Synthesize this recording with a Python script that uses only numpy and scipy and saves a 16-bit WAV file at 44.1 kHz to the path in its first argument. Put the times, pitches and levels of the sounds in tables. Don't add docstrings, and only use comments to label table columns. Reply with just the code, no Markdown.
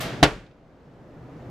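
import sys
import numpy as np
from scipy import signal
from scipy.fft import rfft, irfft
from scipy.io import wavfile
from scipy.ndimage import uniform_filter1d, minimum_filter1d

SR = 44100
rng = np.random.default_rng(int(sys.argv[2]) if len(sys.argv) > 2 else 0)


def wrap_up_sound(samples):
    columns = np.atleast_2d(samples).T
    tamed = np.clip(columns, -1, 1)
    steps = np.round(tamed * 32767).astype(np.int16)
    wavfile.write(sys.argv[1], SR, steps)


N = 66150
IMPACT_S = .2286


def amp(db):
    return 10 ** (np.asarray(db) / 20)


def per_bin(points):
    hz, value = np.transpose(points)
    return np.interp(np.log(np.fft.rfftfreq(N, 1 / SR) + 1), np.log(hz + 1), value)


def since(start_s):
    return np.maximum(np.arange(N) / SR - start_s, 0)


def envelope(start_s, rise_s, hold_s, t60_s):
    t = since(start_s)
    return np.minimum(t / rise_s, 1) * amp(-60 * np.maximum(t - hold_s, 0) / t60_s)


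def band_decay(sound, t60_table, rise_s, hold_s):
    spectrum, out = rfft(sound), 0
    for k, (_, t60_s) in enumerate(t60_table):
        band = per_bin([(hz, float(j == k)) for j, (hz, _) in enumerate(t60_table)])
        out = out + irfft(spectrum * band, N) * envelope(IMPACT_S, rise_s, hold_s, t60_s)
    return out


# frequency_hz, correlation
COHERENCE = [(60, 0.97), (300, 0.96), (600, 0.95), (1100, 0.68), (2000, 0.65), (4000, .56), (12000, .58)]

def noise(spectrum, grain_db=0):
    hz = np.fft.rfftfreq(N, 1 / SR)
    grains = amp(grain_db * np.repeat(rng.standard_normal(N // 16 + 1), 16)[:N])
    mid, side = rfft(rng.standard_normal((2, N)) * grains)
    correlation = np.clip(per_bin(COHERENCE), -1, 1)
    mid, side = mid * np.sqrt(1 + correlation), side * np.sqrt(1 - correlation)
    subsonic_cut = hz ** 2 / (hz ** 2 + 300)
    stereo = irfft(np.array([mid + side, mid - side]) * amp(per_bin(spectrum)) * subsonic_cut, N)
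    return stereo / np.sqrt(np.mean(stereo ** 2))


# frequency_hz, density_db
RUMBLE_SPECTRUM = [(15, -29), (25, -9.5), (59, -7.5), (118, -7.5), (207, -8), (286, -5), (326, -9),
                   (558, -12), (690, -14), (850, -19.5), (1600, -26), (3260, -39.5), (6900, -49),
                   (10000, -62.5), (12000, -78), (15000, -90)]
DRONE_SPECTRUM = [(95, -40.5), (115, -11), (126, 1), (140, -11), (163, -3), (190, -26.5), (400, -60.5)]

def town():
    return amp(-36.5) * noise(RUMBLE_SPECTRUM) + amp(-41) * noise(DRONE_SPECTRUM)


# frequency_hz, density_db
SWISH_SPECTRUM = [(35, -48.5), (60, -21.5), (105, -16.5), (135, -2), (170, -5.5), (210, -15.5), (273, -11),
                  (394, -15), (653, -8), (881, -13), (2000, -14), (3660, -19), (6800, -30), (8000, -35.5),
                  (14500, -51.5)]
RASP_SPECTRUM = [(300, -23), (1500, -4.5), (3000, 0.5), (6000, -5.5), (9000, -9), (14200, -9), (15500, -31)]

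def cloth():
    swish = noise(SWISH_SPECTRUM) * envelope(0, rise_s=.0044, hold_s=.063, t60_s=.68)
    rasp = noise(RASP_SPECTRUM, grain_db=1.5) * envelope(.004, rise_s=.0034, hold_s=.0097, t60_s=.2)
    return amp(-32.5) * swish + amp(-33.5) * rasp


def air_push(length_s=.0037):
    progress = np.minimum(since(IMPACT_S - length_s) / length_s, 1)
    return -amp(-22) * np.sin(np.pi * progress ** 2)


# delay_s, relative_level_db
REFLECTIONS = [(.0072, -2.5), (.0139, -5.5), (.0196, -11), (.0266, -8.5)]

def slap(compression_s=.00074):
    direct = (.0006, .0086)
    out = np.zeros(N)
    for delay_s, level_db in [direct, *REFLECTIONS]:
        age = since(IMPACT_S + delay_s) / compression_s
        attack = 1 - np.exp(-6 * age)
        out += amp(2 + level_db) * attack * (1 - age) * np.exp(-age)
    return out


# pitch_hz, relative_level_db, t60_s
BAG_MODES = [(45, -28, .34), (74.3, -12, 0.094), (129.6, -19.5, 0.16), (150.7, -12.5, 0.11),
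             (301, -19.5, 0.15), (329, -20, 0.11), (422, -20.5, 0.12), (491.3, -20.5, .15), (563, -25, 0.1),
             (669, -19.5, 0.12), (706, -4.5, 0.029), (788, -23.5, .14), (911, -24.5, .14),
             (1136, -27, 0.21), (1422, -25, .15), (1605, -27, 0.11), (1746, -24.5, .13)]

def thud():
    t = since(IMPACT_S)
    return sum(amp(level_db) * envelope(IMPACT_S, .5 / hz, 0, t60_s) * np.sin(2 * np.pi * hz * t)
               for hz, level_db, t60_s in BAG_MODES)


# frequency_hz, density_db
CRUNCH_SPECTRUM = [(40, -14), (200, -11.5), (450, -1), (650, -3), (1000, -4.5), (1700, -5), (3500, -6.5),
                   (5500, -13.5), (8000, -21), (11000, -29), (15000, -41.5)]
# frequency_hz, t60_s
CRUNCH_DECAY = [(100, 0.36), (600, 0.22), (2000, .125), (5000, 0.087), (12000, 0.063)]

def crunch():
    grains = noise(CRUNCH_SPECTRUM, grain_db=1.5)
    return amp(-15.5) * band_decay(grains, CRUNCH_DECAY, rise_s=.00079, hold_s=.008)


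# frequency_hz, density_db
YARD_SPECTRUM = [(20, -15.5), (36, -0.5), (76, -13), (163, -5), (216, -8.5), (330, -9.5), (750, -19),
                 (1050, -20), (1600, -16.5), (3500, -23.5), (6900, -31.5), (11000, -42.5), (15000, -52)]
# frequency_hz, t60_s
YARD_DECAY = [(60, .55), (250, .5), (1000, .48), (4000, 0.42), (12000, .33)]

def yard():
    return amp(-28.5) * band_decay(noise(YARD_SPECTRUM), YARD_DECAY, rise_s=.035, hold_s=0)


# frequency_hz, density_db
FLICK_SPECTRUM = [(500, -22), (2000, -1), (3800, 5), (7000, -20), (14000, -35)]
# start_s, level_db
NECK_FLICKS = [(.463, -35), (.510, -41)]

def neck():
    bursts = sum(amp(level_db) * envelope(start_s, rise_s=.003, hold_s=0, t60_s=.04)
                 for start_s, level_db in NECK_FLICKS)
    return noise(FLICK_SPECTRUM) * bursts


# frequency_hz, left_minus_right_db
LANDING_BALANCE = [(60, 2), (400, 0), (1000, 1.2), (2000, -2), (4000, -1), (12000, 1)]

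def scene():
    landing = amp(22) * (air_push() + slap() + thud() + crunch() + yard())
    channel_gains = amp(np.outer([.5, -.5], per_bin(LANDING_BALANCE)))
    landing = irfft(rfft(landing) * channel_gains, N)
    return town() + cloth() + landing + neck()


def gain_control(dry, limit_db=-6, sense_s=.0071, hold_s=.38, recovery_db_per_s=15):
    power = uniform_filter1d((dry ** 2).mean(0), int(sense_s * SR))
    excess_db = np.maximum(10 * np.log10(abs(power) + 1e-12) - limit_db, 0)
    window = 2 * int(hold_s * SR / 2) + 1
    held_db = -minimum_filter1d(-excess_db, window, origin=window // 2, mode="constant")
    recovery_db = np.arange(N) / SR * recovery_db_per_s
    duck_db = np.maximum.accumulate(held_db + recovery_db) - recovery_db
    return dry * amp(-uniform_filter1d(duck_db, size=64))


# frequency_hz, density_db
SELF_NOISE_SPECTRUM = [(20, -0.5), (50, 0), (80, -10), (300, -13.5), (700, -13.5), (1400, -26), (2800, -30),
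                       (5600, -39.5), (8000, -51), (11000, -62), (15000, -76)]

def record(dry):
    clipped = np.clip(gain_control(dry) + amp(-60.5) * noise(SELF_NOISE_SPECTRUM), -1, 1)
    lowpass = signal.firwin(255, cutoff=15600, window=("kaiser", 8), fs=SR)
    return signal.oaconvolve(clipped, lowpass[None], "same")


dry = scene()
out = record(dry)
wrap_up_sound(out)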